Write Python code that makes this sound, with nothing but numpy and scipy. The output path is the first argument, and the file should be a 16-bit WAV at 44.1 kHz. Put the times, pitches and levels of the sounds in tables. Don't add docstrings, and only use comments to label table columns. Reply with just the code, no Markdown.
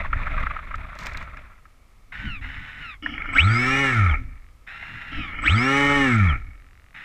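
import sys
import numpy as np
from scipy import signal
from scipy.fft import rfft, irfft
from scipy.io import wavfile
from scipy.ndimage import uniform_filter1d

SR = 44100
rng = np.random.default_rng(int(sys.argv[2]) if len(sys.argv) > 2 else 0)


def materialize(psi):
    bounded = np.clip(np.atleast_2d(psi).T, -1, 1)
    quanta = np.round(bounded * 32767).astype(np.int16)
    wavfile.write(sys.argv[1], SR, quanta)


N = 310464
TIME = np.arange(N) / SR
FULL_HZ = 142

# pitch_hz, level_db
GRASS = [(1500, 0.5), (4000, 1), (7500, -6.5), (10000, -23), (15000, -20)]
# pitch_hz, level_db
GEARBOX = [(500, -15), (850, -5.5), (1000, -8), (1350, 3), (1950, 10), (2250, 4), (2850, -0.5), (3200, -11),
           (3750, -7), (4600, -29), (5300, -20.5), (5950, -33), (6800, -28), (10000, -43)]
# start_s, catch_s (it takes hold), switching_end_s, blade_db, slowing_change_db
REVS = [(3.025, 3.33, 3.945, -28, -1.5), (5.119, 5.421, 6.165, -25, 5)]
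# after_catch_s, speed_hz
SPIN_UP = [(0, 24.7), (.013, 25.8), (.04, 39), (.08, 71.5)]


def amp(db):
    return 10 ** (np.asarray(db) / 20)


def evened(x):
    return x / np.sqrt(np.mean(x ** 2) + 1e-20)


def steadied(x):
    return x / np.sqrt(abs(uniform_filter1d(x ** 2, size=2600)) + 1e-6)


def between(start, end):
    return uniform_filter1d(((TIME >= start) & (TIME <= end)) * 1., size=160)


def curve(rows):
    return np.interp(TIME, *np.transpose(rows))


def level(rows):
    return amp(curve(rows)) * between(rows[0][0], rows[-1][0])


def swells(rows, rise_db_per_s, fall_db_per_s):
    return np.max([amp(db - np.maximum(rise_db_per_s * (s - TIME), fall_db_per_s * (TIME - s)))
                   for s, db in rows], axis=0)


def gain_at(points, hz):
    pitches, db = np.transpose(points)
    return amp(np.interp(np.log(hz + 1), np.log(pitches + 1), db))


def colour(x, body):
    log_gain = np.log(gain_at(body, abs(np.fft.fftfreq(8192, 1 / SR))) + 1e-5)
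    ring = np.fft.ifft(np.exp(np.conj(signal.hilbert(log_gain)))).real[:4096]
    return evened(signal.oaconvolve(x, ring)[:len(x)])


def noise():
    return rng.standard_normal(N)


def wander(hz):
    return evened(irfft(rfft(noise()) / (1 + (np.fft.rfftfreq(N, 1 / SR) / hz) ** 4), N))


def grains(per_s, spread_db):
    clicks = noise() * (rng.random(N) < per_s / SR)
    return evened(clicks * amp(spread_db * np.minimum(rng.exponential(1, N), 4)))


def turning(hz):
    return 2 * np.pi * np.cumsum(hz) / SR


def tones(angle, hz, multiples, flutter_db, body=None):
    out = 0
    for k, db in multiples:
        tone = np.sqrt(2) * np.cos(round(k) * angle + rng.uniform(0, 2 * np.pi))
        gain = amp(db + flutter_db * wander(19.4)) * (k * hz < SR / 2)
        out += tone * gain * (gain_at(body, k * hz) if body else 1)
    return out


def open_air():
    # pitch_hz, level_db
    hush = [(24, -46.5), (40, -3.5), (346, -23.5), (1000, -26), (1260, -18), (1490, -30.5), (2110, -26.5),
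            (3220, -33.5), (11700, -41), (15000, -46)]
    return colour(noise(), hush) * amp(-59.5)


def plop(hz, cycles):
    turns = hz * np.arange(SR // 25) / SR
    return np.sin(2 * np.pi * turns * (1 + .002 * turns)) * (turns / cycles) * np.exp(1 - turns / cycles)


def wash():
    # pitch_hz, level_db
    water = [(110, -3.5), (165, -0.5), (230, -8), (318, -18), (620, -13.5), (787, -22.5), (984, -13.5),
             (1340, -2.5), (1510, -9.5), (2130, -4.5), (2440, -8), (3100, -24.5), (3560, -18.5),
             (4760, -37.5), (12000, -54), (15600, -107), (22000, -120)]
    # time_s, level_db
    coast = [(0, -31.5), (.12, -47), (.17, -35), (.42, -35), (.62, -45), (1.14, -40), (1.42, -49),
             (1.85, -80)]
    bubbles = sum(signal.oaconvolve(grains(per_s=70, spread_db=1.5), plop(hz, cycles=1.6))[:N]
                  for hz in np.geomspace(600, 3200, num=28))
    ripples = steadied(colour(evened(bubbles) + 1.84 * noise(), water))
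    return ripples * amp(1.5 + 2.6 * wander(45)) * level(coast)


def rocking():
    # pitch_hz, level_db
    rumble = [(8.8, -27.5), (15, 7.5), (46, -0.5), (76, -6.5), (133, -19), (168, -40), (265, -22.5),
              (344, -43.5), (400, -42.5), (520, -79), (880, -120)]
    # peak_s, level_db
    lurches = [(.17, -22.5), (.39, -22), (.78, -31), (1.17, -34), (1.37, -41), (2.45, -33.5), (3.35, -30),
               (3.72, -35), (4.17, -25.5), (5.47, -31.5), (5.98, -31), (6.35, -28)]
    gain = swells(lurches, rise_db_per_s=56, fall_db_per_s=82.5) + amp(-54.5)
    return steadied(colour(noise(), rumble)) * gain


def blow(start_s, db, body, rise_s, ring_s):
    t = np.arange(SR // 5) / SR
    force = rng.standard_normal(len(t)) * (1 - np.exp(-t / rise_s)) * np.exp(-np.log(1000) * t / ring_s)
    ring = colour(force, body)
    return np.pad(amp(db) * ring / abs(ring).max(), (round(max(start_s, 0) * SR), N))[:N]


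def knocks():
    # start_s, relative_level_db, pitch_hz
    hits = [(0.048, -22, 1060), (0.13, -12, 1310), (0.167, -26, 1770), (0.268, -20, 1300),
            (0.378, -17.5, 1170), (0.467, -15, 1293), (0.507, -20.5, 1150), (0.565, -21, 1285),
            (0.589, -24.5, 1210), (0.712, -27, 1170), (0.741, -18.5, 1266), (1.067, -22.5, 2340),
            (1.147, -24, 2100), (1.371, -31.5, 2300), (1.654, -39.5, 1270), (2.123, -26.5, 1980),
            (2.443, -22.5, 1990), (2.5, -26, 1980), (3.061, -13, 1777), (3.179, -20.5, 2130),
            (3.22, -19, 2190), (3.257, -22, 1320), (4.827, -23, 2020), (5.346, -30.5, 2130)]
    hull = [(200, -24), (600, -7), (950, 1), (1300, 2.5), (1600, 12.5), (2100, 6), (2800, -7),
            (4000, -24.5), (5000, -32.5), (12000, -52)]
    out = np.zeros(N)
    for s, db, hz in hits:
        out += blow(s - .0025, db - 5.5, hull, rise_s=.005, ring_s=.042)
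        out += amp(db - 3) * np.pad(plop(hz, cycles=2.7), (round((s + .00057) * SR), N))[:N]
    return out


def grass():
    # start_s, relative_level_db
    stems = [(0.7552, -41), (0.9527, -47), (0.9882, -33.5), (1.059, -32), (1.0674, -28), (1.1344, -39.5),
             (1.1721, -31), (1.371, -49)]
    # time_s, level_db
    brushing = [(0.93, -93), (1.0, -47.5), (1.08, -53.5), (1.11, -55), (1.16, -68), (1.23, -57),
                (1.28, -84)]
    flicks = sum(blow(s, db + 4, GRASS, rise_s=.00051, ring_s=.016) for s, db in stems)
    rustle = colour(grains(per_s=1500, spread_db=2.5) + .5 * noise(), GRASS)
    return flicks + rustle * level(brushing)


def sweep(start, end, top_hz, slowing_s, db, tone_db):
    age = np.maximum(TIME - start, 0)
    slowing = np.clip(1 - (end - TIME) / slowing_s, 0, 1)
    hz = top_hz * (1 - .15 * np.exp(-age / .04)) * (1 - .32 * slowing ** 1.5)
    tone = amp(tone_db + 16 * np.minimum(2 * slowing, 1))
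    fades = np.minimum(age / .01, 1) * np.clip((end - TIME) / .064, 0, 1)
    gain = amp(db + 2.5 * np.sin(np.pi * slowing)) * fades
    return np.array([hz, tone, gain]) * ((TIME >= start) & (TIME < end))


def chatter(angle, count):
    out = np.zeros(N)
    for place, force in zip(np.sort(rng.random(count)), rng.standard_normal(count)):
        out += force * (np.diff(np.floor(angle / (2 * np.pi) - place), prepend=0) > 0)
    return evened(out)


def servo():
    # start_s, end_s, tooth_rate_hz, slowing_s, level_db, tone_over_noise_db
    moves = [(2.118, 2.412, 1555, 0.19, -38, -8), (2.41, 2.976, 1494, 0.19, -40, -11),
             (4.666, 5.359, 1377, .26, -39, -9.5), (6.94, 7.51, 1390, 0.23, -40.5, -27)]
    # multiple_of_tooth_rate, level_db
    teeth = [(1, -1), (2, 3), (3, 1), (4, -1), (6, -6)]
    # peak_s, level_db
    judders = [(2.27, -27.5), (2.59, -37.5), (2.8, -43.5), (4.95, -37.5), (5.19, -27.5)]
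    hz, tone, gain = sum(sweep(*move) for move in moves)
    hz = np.maximum(hz, 1000) * (1 + .003 * wander(70) + .009 * wander(400) * np.minimum(tone, 1))
    angle = turning(hz)
    gear_angle = angle / 10
    grit = noise() * amp(1.6 * np.cos(gear_angle) + 2 * wander(130))
    gears = colour(evened(grit) + .39 * chatter(gear_angle, count=10), GEARBOX)
    wobble = .3 * np.sin(gear_angle)
    song = steadied(tones(angle + wobble, hz, teeth, flutter_db=2.5, body=GEARBOX))
    whir = (gears + tone * song) / np.sqrt(1 + tone ** 2)
    judder = colour(noise(), [(40, 9), (110, 5.5), (200, -.5), (300, -6.5), (480, -51), (1500, -66)])
    return whir * gain + judder * (swells(judders, 259, 259) + gain * amp(-14))


def shaft_speed(crawl_hz_per_s=36, run_down_s=.2):
    # time_s, speed_hz
    throttles = [
        [(3.45, 94.4), (3.5, 109.3), (3.596, 122.0), (3.73, 134.3), (3.82, 138.6), (3.898, 130.6),
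         (3.962, 114.6), (4.042, 94.5), (4.1, 80.1)],
        [(5.53, 93.1), (5.562, 109.9), (5.646, 130.0), (5.702, 136.4), (5.798, 141.1), (5.96, 142.0),
         (6.046, 135.8), (6.158, 111.9), (6.25, 92.0), (6.32, 69.7)],
    ]
    hz = np.ones(N)
    for (start, catch, *_), throttle in zip(REVS, throttles):
        crawl = (start, SPIN_UP[0][1] - crawl_hz_per_s * (catch - start))
        driven = curve([crawl] + [(catch + s, speed) for s, speed in SPIN_UP] + list(throttle))
        run_down = np.exp(-np.maximum(TIME - throttle[-1][0], 0) / run_down_s)
        hz = np.where(TIME >= start, driven * run_down, hz)
    return hz


def stutter(angle, hz):
    # multiple_of_shaft, level_db
    jerks = [(126, -16), (147, -30), (168, -2)]
    # speed_hz, level_db
    strength = [(14, -42), (18, -42), (20, -55), (25, -49.5), (42, -31.5), (70, -62)]
    shell = [(1000, -13), (2400, -10), (2900, 18), (3350, 5.5), (3700, -29.5), (4400, -18), (5300, -7),
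             (7000, -37), (12000, -53)]
    hull = [(100, -30), (200, 1.5), (300, 12), (380, -24.5), (500, -17), (1500, -55)]
    kicks = noise() * amp(3 * np.cos(7 * angle))
    singing = np.clip((hz - 18) / 4, 0, 1) * np.clip((34 - hz) / 6, 0, 1)
    song = tones(angle, hz, jerks, flutter_db=1.5, body=shell) * singing
    clatter = colour(kicks, shell) * amp(-.5) + colour(kicks, hull) * amp(1.5)
    return (clatter + song) * gain_at(strength, hz)


def shake(angle, speed):
    # speed_hz, level_db
    strength = [(8, -72), (25, -49.5), (50, -38), (68, -19.5), (98, -15), (112, -18.5), (126, -32),
                (142, -32.5)]
    return np.sqrt(2) * np.sin(angle) * gain_at(strength, speed) * amp(.8 * wander(20))


def rattle(angle, hz, speed, fast, starting, torque):
    # multiple_of_shaft, level_db
    mount = [(10, 4), (11, 4.5), (12, 7), (13, 14), (14, 9), (15, 7.5), (16, 2), (17, 0.5), (18, 10)]
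    # pitch_hz, level_db
    hull = [(60, -7), (280, -6), (480, -16), (850, -11), (1020, -23.5), (1320, 7), (1550, -12), (1800, 1.5),
            (1980, -5), (2230, 8.5), (2650, -18), (3300, -34.5), (4300, -55.5), (9000, -61)]
    # speed_hz, level_db
    strength = [(8, -74), (22, -57), (44, -50.5), (62, -28), (85, -25), (142, -21.5)]
    buzz = steadied(tones(angle, hz, mount, flutter_db=3.5, body=hull))
    chafe = amp(3.5 * np.cos(angle) + 1.5 * wander(120))
    loose = colour(noise() * chafe, hull)
    blend = np.sqrt(.84 * fast) * buzz + np.sqrt(1 - .84 * fast) * loose
    jolts = starting * np.minimum(hz / SPIN_UP[0][1], 1) ** 2 * amp(-34) + torque * amp(-27.5)
    return blend * np.maximum(gain_at(strength, speed), jolts)


def flare(hz, centre_hz, width_hz):
    return np.exp(-((hz - centre_hz) / width_hz) ** 2)


def whine(angle, hz, fast, drive, torque, slowing):
    # multiple_of_shaft, level_db
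    magnets = [(42, 0), (84, -27)]
    # pitch_hz, level_db
    coils = [(1050, -28), (1300, -4), (2300, 0), (3000, -6), (3600, -11), (3950, -18), (4300, -37),
             (4750, -22), (5500, -21), (7000, -24), (20000, -70)]
    throb = amp(2.5 * np.cos(angle) + 2.5 * wander(150))
    gain = (drive * (1 - .2 * torque) + .2 * fast ** 3 * (1 - drive)) * amp(-20.5)
    gain += torque * flare(hz, centre_hz=58, width_hz=14) * amp(-17)
    gain += slowing * flare(hz, centre_hz=76, width_hz=6) * amp(-33)
    ragged = angle + .011 * wander(140) + .01 * torque * wander(450)
    return tones(ragged, hz, magnets, flutter_db=1.5, body=coils) * gain * throb


def surge(angle, hz):
    case = [(2000, -8), (2800, 0), (3500, -2), (4400, -19), (7000, -23), (9000, -42)]
    return tones(angle + .009 * wander(220), hz, [(84, 0)], flutter_db=3.5, body=case) * amp(-29)


def controller(speed, switch_hz=7825, sag_hz_per_s=120, beat_fade_s=.2):
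    beat_body = [(2300, -28), (2900, 27.5), (3400, 24.5), (3900, -5), (4500, -20)]
    out = np.zeros(N)
    for _, catch, end, *_ in REVS:
        age = TIME - catch
        hz = switch_hz - sag_hz_per_s * age + 6 * wander(78)
        beat_hz = hz - 42 * speed
        beat = np.sin(turning(beat_hz)) * gain_at(beat_body, abs(beat_hz))
        beat *= np.clip(1 - age / beat_fade_s, 0, 1)
        out += np.sqrt(2) * (np.sin(turning(hz)) + beat) * between(catch, end)
    return out * amp(1.4 * wander(60) + np.interp(speed, [100, FULL_HZ], [-51.5, -53]))


def rushing_air(angle, octaves, torque):
    # pitch_hz, level_db
    air = [(300, -12.5), (1000, 7.5), (3000, 11), (3800, 7), (4500, -4.5), (5500, 0), (7000, -5),
           (8200, -9), (8800, -10.5), (10500, -16), (15000, -26.5)]
    hiss = colour(noise() * amp(2.5 * np.cos(2 * angle) + 1.15 * wander(66)), air)
    return hiss * np.maximum(amp(-33.5 + 19.5 * octaves), torque * amp(-41.5))


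def blades(angle, hz, octaves, revving, slowing):
    # multiple_of_shaft, level_db
    notes = [(2, -0.5), (3, -6), (4, -10), (5, -22), (6, -6), (7, -16.5), (8, -7.5), (9, -6)]
    sharpness = np.clip(hz / FULL_HZ, 0, 1) ** 9
    blade_db, change_db = (sum(rev[k] * on for rev, on in zip(REVS, revving)) for k in (3, 4))
    hum = tones(angle, hz, notes[:1], flutter_db=1) * amp(change_db * slowing)
    hum += sharpness ** .3 * tones(angle, hz, notes[1:2], flutter_db=1)
    hum += sharpness * tones(angle, hz, notes[2:], flutter_db=2.5)
    return hum * amp(blade_db + 7.5 * octaves) * np.clip((hz - 30) / 60, 0, 1)


def magnet_hum(angle, hz):
    return np.sqrt(2) * np.sin(21 * angle) * np.clip((hz - 115) / 20, 0, 1) * amp(-34.5 + 1.2 * wander(25))


def motor(speed):
    revving = [between(start + .005, start + 2) for start, *_ in REVS]
    starting = sum(between(start, catch + SPIN_UP[-1][0]) for start, catch, *_ in REVS)
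    rise_hz_per_s = uniform_filter1d(np.gradient(speed) * SR * sum(revving), size=900)
    drive = np.clip(rise_hz_per_s / 120, 0, 1)
    slowing = np.clip(-rise_hz_per_s / 120, 0, 1)
    torque = np.clip(rise_hz_per_s / 800, 0, 1)
    hz = speed * (1 + .0007 * wander(25))
    angle, octaves = turning(hz), np.log2(speed / FULL_HZ)
    fast = np.clip((hz - 60) / 75, 0, 1)
    return (shake(angle, speed) + blades(angle, hz, octaves, revving, slowing)
            + whine(angle, hz, fast, drive, torque, slowing) + surge(angle, hz) * torque
            + rattle(angle, hz, speed, fast, starting, torque) + rushing_air(angle, octaves, torque)
            + stutter(angle, hz) * starting + magnet_hum(angle, hz))


def servo_ticks(pulse_s=.022):
    # start_s, end_s, level_db
    holds = [(4.2, 4.5, -64), (6.3, 6.95, -62)]
    ticks = np.diff(np.floor(TIME / pulse_s), prepend=0) > 0
    gain = sum(amp(db) * between(start, end) for start, end, db in holds)
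    return colour(ticks * amp(1.2 * wander(30)), GEARBOX) * gain


def scene():
    speed = shaft_speed()
    return (open_air() + motor(speed) + controller(speed) + servo() + servo_ticks()
            + wash() + rocking() + knocks() + grass())[None]


def record(dry):
    return signal.oaconvolve(dry, signal.firwin(511, 15350, window=("kaiser", 9), fs=SR)[None], "same")


dry = scene()
out = record(dry)
materialize(out)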